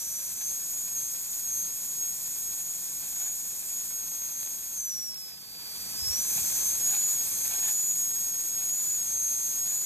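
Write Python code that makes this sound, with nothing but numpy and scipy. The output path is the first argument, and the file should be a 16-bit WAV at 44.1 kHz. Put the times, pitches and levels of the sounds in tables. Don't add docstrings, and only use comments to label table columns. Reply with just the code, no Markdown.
import sys
import numpy as np
from scipy import signal
from scipy.fft import rfft, irfft
from scipy.io import wavfile
from scipy.ndimage import uniform_filter1d, map_coordinates

SR = 44100
rng = np.random.default_rng(int(sys.argv[2]) if len(sys.argv) > 2 else 0)


def file_out(sig):
    cols = np.atleast_2d(sig).T
    lim = np.clip(cols, -1, 1)
    pcm = np.round(lim * 32767).astype(np.int16)
    wavfile.write(sys.argv[1], SR, pcm)


N = 434385
TIME = np.arange(N) / SR
FREQ = np.maximum(np.fft.rfftfreq(N, 1 / SR), 1)

# (time [s], level [dB])
JET_LEVEL = [(0, -33), (3.2, -33), (4.75, -35.5), (5.13, -42.5), (5.45, -46), (5.61, -42.5), (5.79, -37),
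             (6.37, -26.5), (6.9, -28.5), (7.6, -29.5), (8.6, -31.5), (9.85, -31.5)]
# (time [s], level [dB])
SUCTION_LEVEL = [(0, -57.5), (4.3, -57.5), (5.4, -60.5), (5.9, -53), (6.55, -49.5), (6.85, -51.5),
                 (7.7, -53.5), (7.9, -55.5), (9.85, -55)]


def undb(db):
    return 10 ** (np.asarray(db) / 20)


def unit(x):
    return x / np.sqrt(np.mean(x ** 2))


def curve(rows):
    return np.interp(TIME, *np.transpose(rows))


def shape(rows):
    hz, db = np.transpose(rows)
    return undb(np.interp(np.log(FREQ), np.log(hz), db))


def filtered(x, response):
    return irfft(rfft(x) * response, N)


def resonances(modes):
    total = 0
    for k, (hz, width, db) in enumerate(modes):
        detune = (FREQ / hz - hz / FREQ) * hz / width
        total = total + (-1) ** k * undb(db) / (1 + 1j * detune)
    return total


def walk(rate):
    steps = rng.standard_normal(8192)
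    coarse = map_coordinates(steps, [TIME[::16] * rate], order=3, mode="wrap")
    return unit(coarse.repeat(16)[:N])


def droplets(rate, spread_db):
    size = undb(spread_db * np.minimum(rng.exponential(size=(2, N)), 5))
    lands = rng.random((2, N)) < rate / SR
    return unit(lands * size * rng.choice([-1, 1], (2, N)))


def strikes(rows, response):
    hits = np.zeros(N)
    for s, db in rows:
        hits[int(s * SR)] += undb(db)
    ring_peak = np.abs(irfft(response, N)).max()
    return filtered(hits, response) / ring_peak


def swells(rows):
    total = 0
    for s, length, db, *_ in rows:
        age = (TIME - s) / length
        total = total + undb(db) * np.exp(-age ** 4 / 2)
    return total


def stereo(main, second=None):
    # (frequency [Hz], left lead [radians], likeness [0-1], left minus right [dB])
    image_rows = [(100, .25, .95, -.5), (600, .35, .88, -4), (1750, .1, .93, -1.7), (2350, 1.5, .45, -6),
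                  (2900, 3.14, .9, -.3), (3500, 1.3, .55, -1), (4900, 3.1, .65, -3.2),
                  (6500, 5.85, .96, .6), (7600, 6.35, .97, 0), (8500, 7.9, .75, 0), (9400, 9.35, .995, 0),
                  (10100, 9.5, .995, 0), (11000, 11, .6, 0), (11800, 12.5, .99, 0), (13300, 12.8, .92, 0),
                  (13800, 13.9, .55, 0), (14400, 15.7, .999, 0)]
    hz, *columns = np.transpose(image_rows)
    lead, alike, balance_db = (np.interp(FREQ, hz, c) for c in columns)
    side = np.array([[1], [-1]])
    spectrum = rfft(main)
    if second is not None:
        shared = spectrum * np.sqrt((1 + alike) / 2)
        opposite = side * rfft(second) * np.sqrt((1 - alike) / 2)
        spectrum = shared + opposite
    right_lag = np.exp(-1j * lead * np.array([[0], [1]]))
    return irfft(spectrum * undb(side * balance_db / 2) * right_lag, N)


def braking():
    # (start [s], end [s], drop in speed [Hz], time to bite [s], time to let go [s])
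    stroke_rows = [(-0.365, 0.482, 931, 0.095, 0.216), (0.952, 1.093, 798.5, 0.119, 0.16),
                   (1.448, 1.746, 427, 0.087, 0.12), (1.985, 2.071, 772.6, 0.112, 0.17),
                   (2.39, 2.497, 445, 0.092, 0.153), (2.789, 3.104, 162.1, 0.108, 0.14),
                   (3.335, 3.465, 77, 0.021, 0.12), (3.57, 3.65, 241.2, 0.081, 0.1),
                   (3.847, 4.951, 215, 0.078, 0.088), (4.276, 4.479, 117.2, 0.213, 0.091),
                   (6.478, 6.768, 1064, 0.158, 0.21), (7.189, 7.606, 660, 0.122, 0.18),
                   (7.953, 8.714, 387.7, 0.148, 0.12), (8.988, 9.657, 495, 0.069, 0.12)]
    total = 0
    for start, end, drop_hz, bite, release in stroke_rows:
        bitten = np.tanh((TIME - start) / bite)
        let_go = np.tanh((TIME - end) / release)
        total = total + drop_hz * (bitten - let_go) / 2
    return total


def rotor_speed(spin_lag_s=0.102):
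    # (time [s], turns per second [Hz])
    free_speed = [(-0.0, 6843), (4.74, 6748), (4.95, 5886), (5.48, 4690), (5.75, 4570), (5.95, 4800),
                  (6.23, 6130), (6.57, 7000), (9.85, 6927)]
    rounded = uniform_filter1d(curve(free_speed), size=int(spin_lag_s * SR), mode="nearest")
    return rounded - braking()


def turbine(speed, jitter=0.00055, wander=0.000603, flutter_db=1.0, chatter_db=0.85, whine_db=0,
            octave_db=-52, squeal_db=0, squeal_waver_db=-2.0, quiet_half_width_hz=125):
    # (time [s], level [dB])
    whine_level = [(0, -40.5), (.2, -39.5), (.33, -45.5), (.46, -33), (1.02, -33), (1.1, -37), (1.3, -34),
                   (1.62, -31), (1.8, -39), (2.03, -27.5), (2.18, -36), (2.55, -30.5), (2.85, -34),
                   (3.25, -30), (3.5, -33), (3.8, -28), (4.05, -33.5), (4.8, -34.5), (5.08, -37),
                   (5.43, -51), (5.6, -44.5), (5.93, -44), (6.08, -30), (6.18, -30.5), (6.24, -35),
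                   (6.55, -35.5), (6.78, -25), (7.15, -28.5), (7.4, -30), (8.27, -27.5), (8.9, -30),
                   (9.2, -25.5), (9.85, -31.5)]
    # (time [s], centre [Hz], depth [dB])
    quiet_speed = [(0.0, 6633, -12), (0.6, 6636, -8.5), (1.3, 6707, -6.5), (1.9, 6655, -8),
                   (2.8, 6678, -9.5), (3.7, 6655, -22), (4.66, 6567, -11), (6.8, 6530, -21),
                   (7.3, 6450, -21), (7.55, 6533, -7.5), (8.3, 6533, -7.5), (9.85, 6503, -5)]
    # (time [s], half length [s], level [dB])
    squeal_rows = [(.98, .04, -49), (1.36, .04, -52), (1.575, 0.042, -42), (2.07, .07, -53),
                   (2.44, 0.056, -53), (4.22, 0.25, -48), (4.65, .07, -51), (4.86, .02, -47),
                   (6.4, .1, -44), (7.23, .03, -43), (7.4, .08, -49), (8.0, .22, -61), (9.52, 0.056, -45)]

    shaken_speed = speed * (1 + jitter * walk(70) + wander * walk(14))
    phase = 2 * np.pi * np.cumsum(shaken_speed) / SR
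    times, *columns = np.transpose(quiet_speed)
    quiet_hz, depth_db = (np.interp(TIME, times, c) for c in columns)
    detune = (speed - quiet_hz) / quiet_half_width_hz
    fade = np.sqrt((detune ** 2 + undb(depth_db) ** 2) / (detune ** 2 + 1))
    level_db = curve(whine_level) + whine_db + flutter_db * walk(45)
    tone = fade * undb(level_db) * np.sin(phase)

    faint = undb(octave_db) * (speed / speed.max()) ** 10
    squeal = swells(squeal_rows) * undb(squeal_db + squeal_waver_db * walk(25))
    octave = (faint + squeal) * np.sin(2 * phase)
    chatter = undb(chatter_db * walk(400))
    return stereo(np.sqrt(2) * (tone + octave) * chatter)


def exhaust(speed, rest_hz=3300, rise=.55, half_width_hz=430, exhaust_db=-12):
    low_pass = 1 / (1 + (FREQ / half_width_hz) ** 4)
    rush = unit(filtered(rng.standard_normal((2, N)), low_pass))
    phase = 2 * np.pi * np.cumsum(rest_hz + rise * speed) / SR
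    band = rush[0] * np.cos(phase) + rush[1] * np.sin(phase)
    return stereo(band * undb(curve(JET_LEVEL) + exhaust_db))


def spray(mist=0.2, flicker_db=0.61, jet_db=-1.05, split_hz=10500, linger=0.28, fizz_db=0,
          fizz_flicker_db=1.0):
    # (frequency [Hz], relative level per Hz [dB])
    jet_colour = [(3000, -23), (5000, -13.3), (5450, -7), (6050, -5.7), (6600, -1.3), (7300, -1.3),
                  (7850, -3.5), (8400, .6), (8950, .5), (9600, -3.4), (11400, -3.6), (13000, -1.8),
                  (13800, -4), (14600, -4.5), (15400, -7)]
    # (time [s], peak [dB])
    chip_rows = [(7.479, -5), (7.505, -19), (7.539, -10), (7.653, -13), (7.680, -13), (7.712, -23)]

    jet = rng.standard_normal((2, N)) + mist * droplets(rate=4000, spread_db=2.5)
    colour = shape(jet_colour) * np.minimum(FREQ / 3000, 1) ** 0.67
    hiss = unit(filtered(jet, colour))
    air = filtered(hiss, 1 / (1 + (FREQ / split_hz) ** 8))
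    level_db = curve(JET_LEVEL)
    sag_db = np.maximum(np.median(level_db) - level_db, 0)
    fizz = (hiss - air) * undb(fizz_db + linger * sag_db + fizz_flicker_db * walk(70))
    gain = undb(level_db + jet_db + flicker_db * walk(25))
    return stereo(*(air + fizz) * gain) + stereo(strikes(chip_rows, colour))


def suction(wet=0.22, gurgle_db=1.16, suction_db=0.0):
    # (frequency [Hz], width [Hz], level [dB])
    mouth_modes = [(410, 360, -6), (790, 235, -1), (996, 470, -3), (1570, 316, -3), (2586, 440, -0.5),
                   (3237, 180, 3.5), (4484, 880, 3.5)]
    # (time [s], peak [dB])
    drop_rows = [(2.578, -37), (3.265, -34), (3.281, -30), (4.220, -27.5), (4.430, -26), (4.462, -29),
                 (4.474, -29), (6.135, -27), (6.385, -36), (6.900, -29), (7.645, -30), (7.670, -40)]

    mouth = resonances(mouth_modes)
    air = np.sqrt(1 - wet) * rng.standard_normal((2, N))
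    water = np.sqrt(wet) * droplets(rate=1500, spread_db=2.5)
    mid_gain = np.sqrt(np.mean(np.abs(mouth) ** 2 * (FREQ < 2700)))
    gain = undb(curve(SUCTION_LEVEL) + suction_db + gurgle_db * walk(60))
    draw = filtered(air + water, mouth / mid_gain) * gain
    return stereo(*draw) + stereo(strikes(drop_rows, mouth))


def clinic(rumble_db=-61.5, follow=1.0, hum_follow=0.57, waver_db=1.75):
    # (frequency [Hz], relative level per Hz [dB])
    room_colour = [(25, -33), (40, -9), (58, 0), (85, -6.5), (120, -3), (170, -3), (260, -8.5), (400, -14),
                   (800, -12.5), (3000, -57)]
    # (frequency [Hz], level [dB])
    hum_tones = [(58.5, -74), (120, -77), (172.1, -68), (178.2, -78), (229.4, -72.5), (286.5, -75.5),
                 (315, -81), (400.6, -79.5)]

    flow_db = curve(SUCTION_LEVEL) - curve(SUCTION_LEVEL).mean()
    rumble = unit(filtered(rng.standard_normal((2, N)), shape(room_colour)))
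    rumble = rumble * undb(rumble_db + follow * flow_db)
    hum = np.zeros(N)
    for hz, db in hum_tones:
        level = np.sqrt(2) * undb(db + waver_db * walk(9))
        hum += level * np.sin(2 * np.pi * hz * TIME + 0.24 * walk(5))
    return stereo(rumble[0] + hum * undb(hum_follow * flow_db), rumble[1])


def slurps(sputter_db=2.45, slurp_db=0, slosh=.025):
    # (time [s], half length [s], level [dB], lowest tube resonance [Hz])
    gulp_rows = [(.42, 0.018, -53, 805), (2.602, 0.019, -51.5, 818), (3.066, 0.035, -54.5, 804),
                 (3.212, 0.08, -52, 802), (4.43, 0.043, -57, 817), (6.382, 0.016, -45.5, 814),
                 (6.949, 0.06, -44.5, 826), (7.466, 0.022, -49, 807), (7.551, 0.042, -44, 794),
                 (7.665, 0.046, -42.5, 851), (8.623, 0.037, -53, 820)]
    # (frequency [Hz], width [Hz], level [dB])
    tube_modes = [(816.5, 143, -2), (1600, 170, -2), (2530, 330, 0), (3220, 400, -1.5), (4100, 520, -1)]

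    ring = unit(filtered(droplets(rate=2200, spread_db=1.0), resonances(tube_modes)))
    lowest_hz = curve([(s, hz) for s, _, _, hz in gulp_rows])
    tuning = lowest_hz / tube_modes[0][0] * (1 + slosh * walk(25))
    place = np.cumsum(tuning)
    ring = np.array([map_coordinates(row, [place], order=3, mode="wrap") for row in ring])
    gain = swells(gulp_rows) * undb(slurp_db + sputter_db * walk(70))
    return stereo(*ring * gain)


def bumps(rise_cycles=.9):
    # (time [s], envelope peak [dB], pitch [Hz])
    bump_rows = [(6.016, -41, 78), (6.068, -41, 104), (6.094, -39, 70), (6.185, -49, 200),
                 (6.352, -46, 215), (6.360, -46, 135), (6.384, -43, 170), (6.408, -47, 85),
                 (6.55, -49, 150)]
    out = np.zeros(N)
    age = TIME[:SR // 4]
    for s, db, hz in bump_rows:
        swell = age * hz / rise_cycles
        envelope = undb(db) * (swell * np.exp(1 - swell)) ** 2
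        start = int(s * SR)
        out[start:start + len(age)] += envelope * np.sin(2 * np.pi * hz * age)
    return stereo(out)


def scene():
    speed = rotor_speed()
    return turbine(speed) + exhaust(speed) + spray() + suction() + clinic() + slurps() + bumps()


def record(dry, top_hz=15650):
    low_pass = signal.ellip(12, .1, 80, top_hz, fs=SR, output="sos")
    return signal.sosfilt(low_pass, dry)


dry = scene()
out = record(dry)
file_out(out)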